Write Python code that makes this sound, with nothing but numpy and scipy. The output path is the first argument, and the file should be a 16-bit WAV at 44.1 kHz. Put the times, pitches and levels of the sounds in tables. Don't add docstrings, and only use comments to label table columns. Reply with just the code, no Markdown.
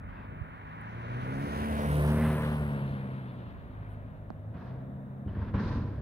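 import sys
import numpy as np
from scipy import signal
from scipy.fft import rfft, irfft, next_fast_len
from scipy.io import wavfile
from scipy.ndimage import uniform_filter1d, map_coordinates

SR = 44100
rng = np.random.default_rng(int(sys.argv[2]) if len(sys.argv) > 2 else 0)


def transcribe(u):
    v = np.clip(np.atleast_2d(u).T, -1, 1)
    q = np.round(v * 32767).astype(np.int16)
    wavfile.write(sys.argv[1], SR, q)


N = 265393
T = np.arange(N) / SR
PASSES_S, ALONGSIDE_S = 2.155, 0.42
SCATTER = .13

PART_PEAKS = {"clatter": (2.0, -55, 0.82, 16.5, 10.5), "rasp": (1.87, -62.5, 0.8, 37, 31),
              "turbo": (1.67, -68.5, .5, 57, 15.5)}
# t/s, tyre level/dB, tailpipe hiss level/dB
DRIVE_LEVELS = [(0, -53, -97), (.4, -50.5, -96), (1.05, -45.5, -88.5), (1.4, -43, -69.5), (1.72, -40, -61),
                (1.95, -41.5, -55), (2.3, -41.5, -55), (2.62, -43, -63.5), (2.85, -49, -72),
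                (3.32, -54.5, -84.5), (3.6, -59.5, -95), (3.9, -58.5, -92), (4.25, -66, -95),
                (6.02, -70, -92)]
# f/Hz, level/dB
HISS_TONE = [(7300, -32), (7900, -9.5), (8800, -7), (9700, -3.5), (11500, -6.5), (12300, -11.5),
             (15700, -10.5)]


def vehicle():
    engine = [(0, 46.53, -48), (.33, 51.23, -45.5), (.55, 52.57, -51.5), (.85, 54.47, -47.5),
              (1.0, 58.06, -42), (1.28, 64.33, -37), (1.5, 73.27, -34.5), (1.58, 73.82, -34),
              (1.88, 73.18, -30.5), (2.0, 73.35, -29), (2.24, 76.32, -30), (2.56, 74.35, -34),
              (2.82, 68.7, -34.5), (3.23, 64.16, -41), (3.4, 59.74, -40.5), (3.5, 55.22, -45.5),
              (3.62, 52.98, -47.5), (3.8, 51.93, -45.5), (4.43, 50.97, -48), (4.6, 58.9, -44),
              (4.71, 63.7, -39.5), (4.97, 67.5, -43.5), (5.6, 66.84, -47.5), (6.02, 63.4, -41)]
    hz, level_db = curves(engine)
    phase = 2 * np.pi * np.cumsum(hz * (1 + 0.0058 * wander(25.03))) / SR
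    throb = np.cos(phase)
    note = exhaust(hz, level_db, phase)
    noise = exhaust_gas(level_db, throb) + tyres(throb) + engine_rattle(throb)
    body = at_mics(note + noise[0]) + noise[1:]
    hiss = tailpipe_hiss(throb)
    treble = at_mics(hiss[0] + turbo()) + hiss[1:]
    lean_db = -4.0 * np.minimum(lag_ms(), 0)
    pan_db = -3.5 - 19 * lag_ms()
    return lean_left(body, lean_db) + treble * undb(np.array([pan_db, -pan_db]) / 2)


def exhaust(hz, level_db, phase):
    # multiple, level/dB, share of the distance loss before and after passing
    harmonics = [(1, -1, 0.79, 0.34), (2, 0.5, 0.15, 0.014), (3, -2, 0.53, 0.075), (4, -14, -0.22, .4),
                 (5, -12, 0.36, 1), (6, -15, 0.26, .9), (7, -12.5, 1.17, 1.3)]
    upper = [(8, -6.5), (9, -12.5), (10, -26.5), (11, -17), (12, -17.5), (13, -15.5), (14, -13)]
    halves = [(.5, -32), (1.5, -15), (2.5, -18.5), (3.5, -19)]
    pipe = [(45, 14), (60, -9.5), (68, -17), (73, -2.5), (110, 1.5), (150, 0), (188, -7), (203, -0.5),
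            (220, 0), (260, 2), (300, -2.5), (380, -0.5), (520, 0)]
    dips = [(0.45, 2, -15, 0.11), (1.65, 2, -13.5, 0.4), (2.4, 6, 1.5, .2), (1.98, 3, -21, .16),
            (1.82, 5, -15, 0.31), (2.033, 4, -10, 0.074), (2.42, 3, -8.5, 0.17), (2.42, 1, -7, .08),
            (2.58, 1, 2.5, .15), (1.404, 4, 6.5, 0.25), (2.278, 4, -6, 0.21), (2.7, 4, -22, 0.3),
            (2.42, 5, -9, .1), (4.13, 2, -12, 0.082), (.65, 3, 8, 0.68), (4.9, 2, -5, 0.061),
            (4.15, 4, 12, .1), (4.48, 2, 6.5, 0.073), (5.4, 2, -4, .3), (3.735, 3, -6, 0.46),
            (1.572, 7, -12, 0.12), (2.2, 7, -5, 0.12)]
    pipe_hz, pipe_db = np.transpose(pipe)
    levels = {}
    for k, db, before, after in harmonics:
        db = db + level_db + np.interp(np.log(k * hz), np.log(pipe_hz), pipe_db)
        share = np.where(T < PASSES_S, before, after) + 0.14 * wander(9) ** 2
        change_db = sum(depth * bump(s, length, 4) for s, which, depth, length in dips if which == k)
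        levels[k] = db - share * distance_loss(PASSES_S, ALONGSIDE_S) + change_db
    levels.update({k: levels[7] + db + 2.6 * wander(11) for k, db in upper})
    levels.update({k: levels[2] + db + 0.74 * wander(4.2) for k, db in halves})
    note = 0
    for k, db in levels.items():
        gain = np.sqrt(2) * undb(db + 0.8 * wander(26.09))
        note += gain * np.cos(k * phase + 2.9 / k + .5 * rng.standard_normal())
    wall_s, wall_db = .3, -16
    return note + undb(wall_db) * np.pad(note, (int(wall_s * SR), 0))[:N]


def exhaust_gas(level_db, throb):
    boom = [(25, -32), (45, -11), (80, -4), (160, -3), (260, -4.5), (340, -20)]
    roar = [(220, -19.5), (320, -6.5), (420, -1), (520, 0), (680, 1), (800, -9), (1000, -14.5)]
    effort_db = level_db + 30
    boom_db = -38.5 + 0.77 * effort_db + 0.8 * wander(7.5)
    ahead_db = 1.5 * np.tanh((PASSES_S - T) / ALONGSIDE_S)
    roar_db = -41.5 + 0.99 * effort_db + ahead_db + 0.52 * throb + 0.25 * wander(26)
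    return spread(boom, undb(boom_db), scattered=.03) + spread(roar, undb(roar_db), SCATTER / 2)


def tyres(throb):
    tone = [(600, -24.5), (800, -8), (1000, -3.5), (1250, -8.5), (1500, -7.5), (1900, -11.5), (2400, -17),
            (3200, -28.5)]
    db, _ = curves(DRIVE_LEVELS)
    return spread(tone, undb(db + 0.78 * throb + 1.1 * wander(15)), SCATTER)


def engine_rattle(throb):
    clatter = [(2000, -20.5), (2700, -1), (3700, -6), (4500, -13), (6000, -33), (7500, -40.5)]  # f/Hz, level/dB
    rasp = [(3800, -5), (4800, 0), (6200, -1), (7200, -5), (7800, -31)]  # f/Hz, level/dB
    clatter_db = passing_db(*PART_PEAKS["clatter"]) + 0.49 * throb + 1.6 * wander(29.86)
    rasp_db = passing_db(*PART_PEAKS["rasp"]) + 1.2 * throb + 1.7 * wander(27)
    return spread(clatter, undb(clatter_db), 3.9 * SCATTER) + spread(rasp, undb(rasp_db), scattered=.6)


def tailpipe_hiss(throb):
    _, db = curves(DRIVE_LEVELS)
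    return spread(HISS_TONE, undb(db + 2.66 * throb + 0.36 * wander(13)), scattered=0.73)


def turbo():
    tone = [(8700, -30.5), (9300, -0.5), (9700, 0), (10300, -32.5)]  # f/Hz, level/dB
    return undb(passing_db(*PART_PEAKS["turbo"]) + 1.6 * wander(28)) * shaped_noise(tone)


def container_blows():
    blows = [(4.552, -37, -3.5, -1), (5.262, -32.5, -17, 2.5), (5.37, -30, -8, -1), (5.54, -24.5, 0, -7),
             (5.659, -35.5, -9, 3.5), (5.76, -32.5, -7.5, 1), (5.971, -38, -29, -1)]
    notes = [(58, -7, 0.26), (78, 10.5, 0.46), (98.4, 10, 0.57), (163, -11, .2), (204, 1.5, 0.15),
             (262, 2, 0.26), (399.4, -6, 0.2), (494, -19.5, 0.19), (587.4, -20.5, 0.11)]
    clang = [(18, -35), (30, 3.5), (159, 2.5), (198, 4.5), (234, -6), (592, -19.5), (717, -30.5),
             (1000, -19), (1210, -29), (4400, -54.5), (9000, -80.5), (11700, -101), (19800, -120)]
    bass_hz = 120
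    t = np.arange(SR) / SR
    out = np.zeros(N + SR)
    for s, db, tilt_db, bass_db in blows:
        ring = 0
        for hz, note_db, fade_s in notes:
            gain = undb(note_db + bass_db * (hz < bass_hz) + rng.standard_normal())
            pitch = hz * (1 + 0.0057 * rng.standard_normal())
            ring += gain * np.sin(2 * np.pi * pitch * t) * 1000 ** (-t / fade_s)
        tone = [(hz, g + tilt_db * min(hz / 1000, 3) + bass_db * (hz < bass_hz)) for hz, g in clang]
        crash = shaped_noise(tone, SR) * (1000 ** (-t / .5) + 0.41 * np.exp(-t / 0.025))
        start = int(s * SR)
        out[start:start + SR] += undb(db) * (0.24 * ring + 0.67 * crash) * np.minimum(t / .002, 1)
    return out[:N]


def building_echo(sound):
    arrival_s, smear_s, fade_s, echo_db = 0.11, 0.094, 0.7, 4
    t = np.arange(SR) / SR
    rise = 1 / (1 + np.exp((arrival_s - t) / (smear_s / 2)))
    echo = rng.standard_normal((2, SR)) * rise * 1000 ** (-t / fade_s)
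    low = signal.sosfilt(signal.butter(2, 2500, fs=SR, output="sos"), echo)
    echo = echo - low + low[0]
    echo = cut_bass(echo, 150)
    echo *= undb(echo_db) / np.sqrt(np.sum(echo[0] ** 2))
    return signal.fftconvolve(sound[None], echo, axes=1)[:, :N]


def steel_scrapes():
    # t/s, hold/s, scrape level/dB, sizzle level/dB, scrape fade/(dB/s), sizzle rise/s
    slides = [(.08, 0.15, -56.5, -105, 300, 0.036), (4.532, 0.14, -57, -77, 69, .06),
              (5.269, .06, -57.5, -83, 90, .05), (5.341, 0.14, -55.5, -79, 91, .08),
              (5.532, 0.017, -44.5, -67, 250, 0.028), (5.571, 0.14, -49.5, -61.5, 43, 0.031)]
    scrape_tone = [(350, -20), (600, -11), (950, 4.5), (1250, -1.5), (1600, 0.5), (2200, -10.5),
                   (3500, -18.5), (5000, -32.5), (7000, -53.5)]
    sizzle_tone = [(2800, -16.5), (3800, 1), (5000, -3), (6500, -15), (7500, -33), (9500, -23),
                   (12000, -32)]
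    bite_s = 0.011
    scrape = sizzle = 0
    for s, hold, scrape_db, sizzle_db, fade, rise in slides:
        faded_db = fade * np.maximum(T - s - bite_s - hold, 0)
        scrape += undb(scrape_db - faded_db) * np.clip((T - s) / bite_s, 0, 1) ** 2
        sizzle += undb(sizzle_db - 1.7 * faded_db) * np.clip((T - s) / rise, 0, 1) ** 2
    catching = undb(1.5 * wander(60))
    body = spread(scrape_tone, scrape * catching, scattered=0.4)
    return body[0] + body[1:] + sizzle * catching * shaped_noise(sizzle_tone, (2, N))


def steel_squeaks():
    squeaks = [(5.29, 3000, -63, .03), (3.3, 3500, -72, 0.087), (0.194, 2600, -61, 0.096)]  # t/s, f/Hz, level/dB, length/s
    return sum(undb(db) * wander(320) * np.sin(2 * np.pi * hz * T) * bump(s, length)
               for s, hz, db, length in squeaks)


def finger_knock():
    knock_s, knock_db = 4.3038, -22.5
    t = np.maximum(T - knock_s, 0)
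    snap = bump(knock_s + .0002, 2 * 0.00026)
    thud = 0.64 * 1.24 * np.sin(2 * np.pi * 210 * t) * (t / 0.0025) * np.exp(-t / 0.0029)
    left = undb(-8) * np.sin(-2 * np.pi * 640 * t) * (t / 0.001) * np.exp(1 - t / 0.00089)
    ping = undb(-24.5) * np.sin(2 * np.pi * 4300 * t) * np.exp(-t / 0.00035)
    return undb(knock_db) * np.array([left + .6 * ping, snap - thud + ping])


def wind():
    gusts = [(0.05, -36, 2), (0.324, -34, 0), (0.416, -32, -18), (4.032, -43, -14), (4.12, -33.5, -1)]  # t/s, level/dB, left minus right/dB
    rumble = [(15, 3.5), (35, 8.5), (70, -0.5), (150, -16.5), (300, -40.5)]  # f/Hz, level/dB
    out = undb(-56 + 6.2 * wander(5)) * shaped_noise(rumble, (2, N))
    thump_hz = 85 * np.array([[1.2], [1]])
    for s, db, pan_db in gusts:
        thump = bump(s, 2 * 0.006) * np.sin(2 * np.pi * thump_hz * (T - s))
        out += undb(db + np.array([[pan_db], [-pan_db]]) / 2) * thump
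    return out


def truck_pump():
    tone = [(430, -21), (560, 0.5), (650, -2), (730, -3.5), (850, -20)]  # f/Hz, level/dB
    load_s = 2.6
    return undb(-64 + 3 * np.tanh(T - load_s) + 1.4 * wander(6.9)) * shaped_noise(tone)


def distant_road():
    tone = [(18, -40.5), (30, -13), (86, 7), (165, -4.5), (371, -11.5), (642, -19), (880, -17),
            (1080, -18.5), (1830, -25.5), (2780, -50.5), (3710, -37), (4700, -66), (15700, -50)]
    common, difference = shaped_noise(tone, (2, N))
    difference = cut_bass(difference, 300)
    return undb(-51.5 + 1.5 * wander(3)) * np.array([common + difference, common - difference])


def faint_hiss():
    puffs = [(0.814, -69.5, 0.0085), (3.92, -78, 0.072)]  # t/s, level/dB, length/s
    gain = sum(undb(db) * bump(s, length) for s, db, length in puffs)
    return gain * shaped_noise(HISS_TONE, (2, N)) + undb(-85) * rng.standard_normal((2, N))


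def distance_loss(s, alongside):
    return 10 * np.log10(1 + ((T - s) / alongside) ** 2)


def passing_db(s, db, alongside, before, after):
    extra_path = np.hypot(T - s, alongside) - alongside
    return db - distance_loss(s, alongside) - extra_path * np.where(T < s, before, after)


def lag_ms():
    along = (PASSES_S - T) / ALONGSIDE_S
    return 0.1 + 0.43 * along / np.hypot(along, 1)


def at_mics(x):
    half_lag = lag_ms() * SR / 2000
    return np.array([map_coordinates(x, [np.arange(N) + side * half_lag], order=3, mode="nearest")
                     for side in (-1, 1)])


def spread(tone, gain, scattered):
    return np.sqrt([[1 - scattered], [scattered], [scattered]]) * shaped_noise(tone, (3, N)) * gain


def lean_left(pair, db):
    low = signal.sosfiltfilt(signal.butter(1, 400, fs=SR, output="sos"), pair)
    return low + (pair - low) * undb([db, -db])


def shaped_noise(tone, shape=N):
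    noise = rng.standard_normal(shape)
    size = next_fast_len(noise.shape[-1])
    hz, db = np.transpose(tone)
    log_hz = np.log(np.arange(size // 2 + 1) * SR / size + 1)
    gain = undb(np.interp(log_hz, np.log(hz), db, -120, -120))
    return irfft(rfft(noise, size) * gain / np.sqrt(np.mean(gain ** 2)), size)[..., :noise.shape[-1]]


def wander(rate):
    hold = int(SR / rate)
    steps = np.repeat(rng.standard_normal(N // hold + 1), hold)
    return 1.234 * uniform_filter1d(uniform_filter1d(steps, hold), hold)[:N]


def bump(s, length, steepness=2):
    return np.exp(-((T - s) / (length / 2)) ** steepness)


def curves(table):
    s, *columns = np.transpose(table)
    return [np.interp(T, s, column) for column in columns]


def cut_bass(x, hz, order=1):
    return signal.sosfilt(signal.butter(order, hz, "high", fs=SR, output="sos"), x)


def undb(db):
    return 10 ** (np.asarray(db) / 20)


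def scene():
    diesel, blows = vehicle(), container_blows()
    container = blows + building_echo(blows) + steel_scrapes() + steel_squeaks()
    return diesel + container + finger_knock() + wind() + truck_pump() + distant_road() + faint_hiss()


def record(dry):
    bottom_hz, top_hz = 38, 15750
    dry = cut_bass(dry, bottom_hz, order=4)
    return signal.sosfilt(signal.ellip(10, .2, 80, top_hz, fs=SR, output="sos"), dry)


dry = scene()
out = record(dry)
transcribe(out)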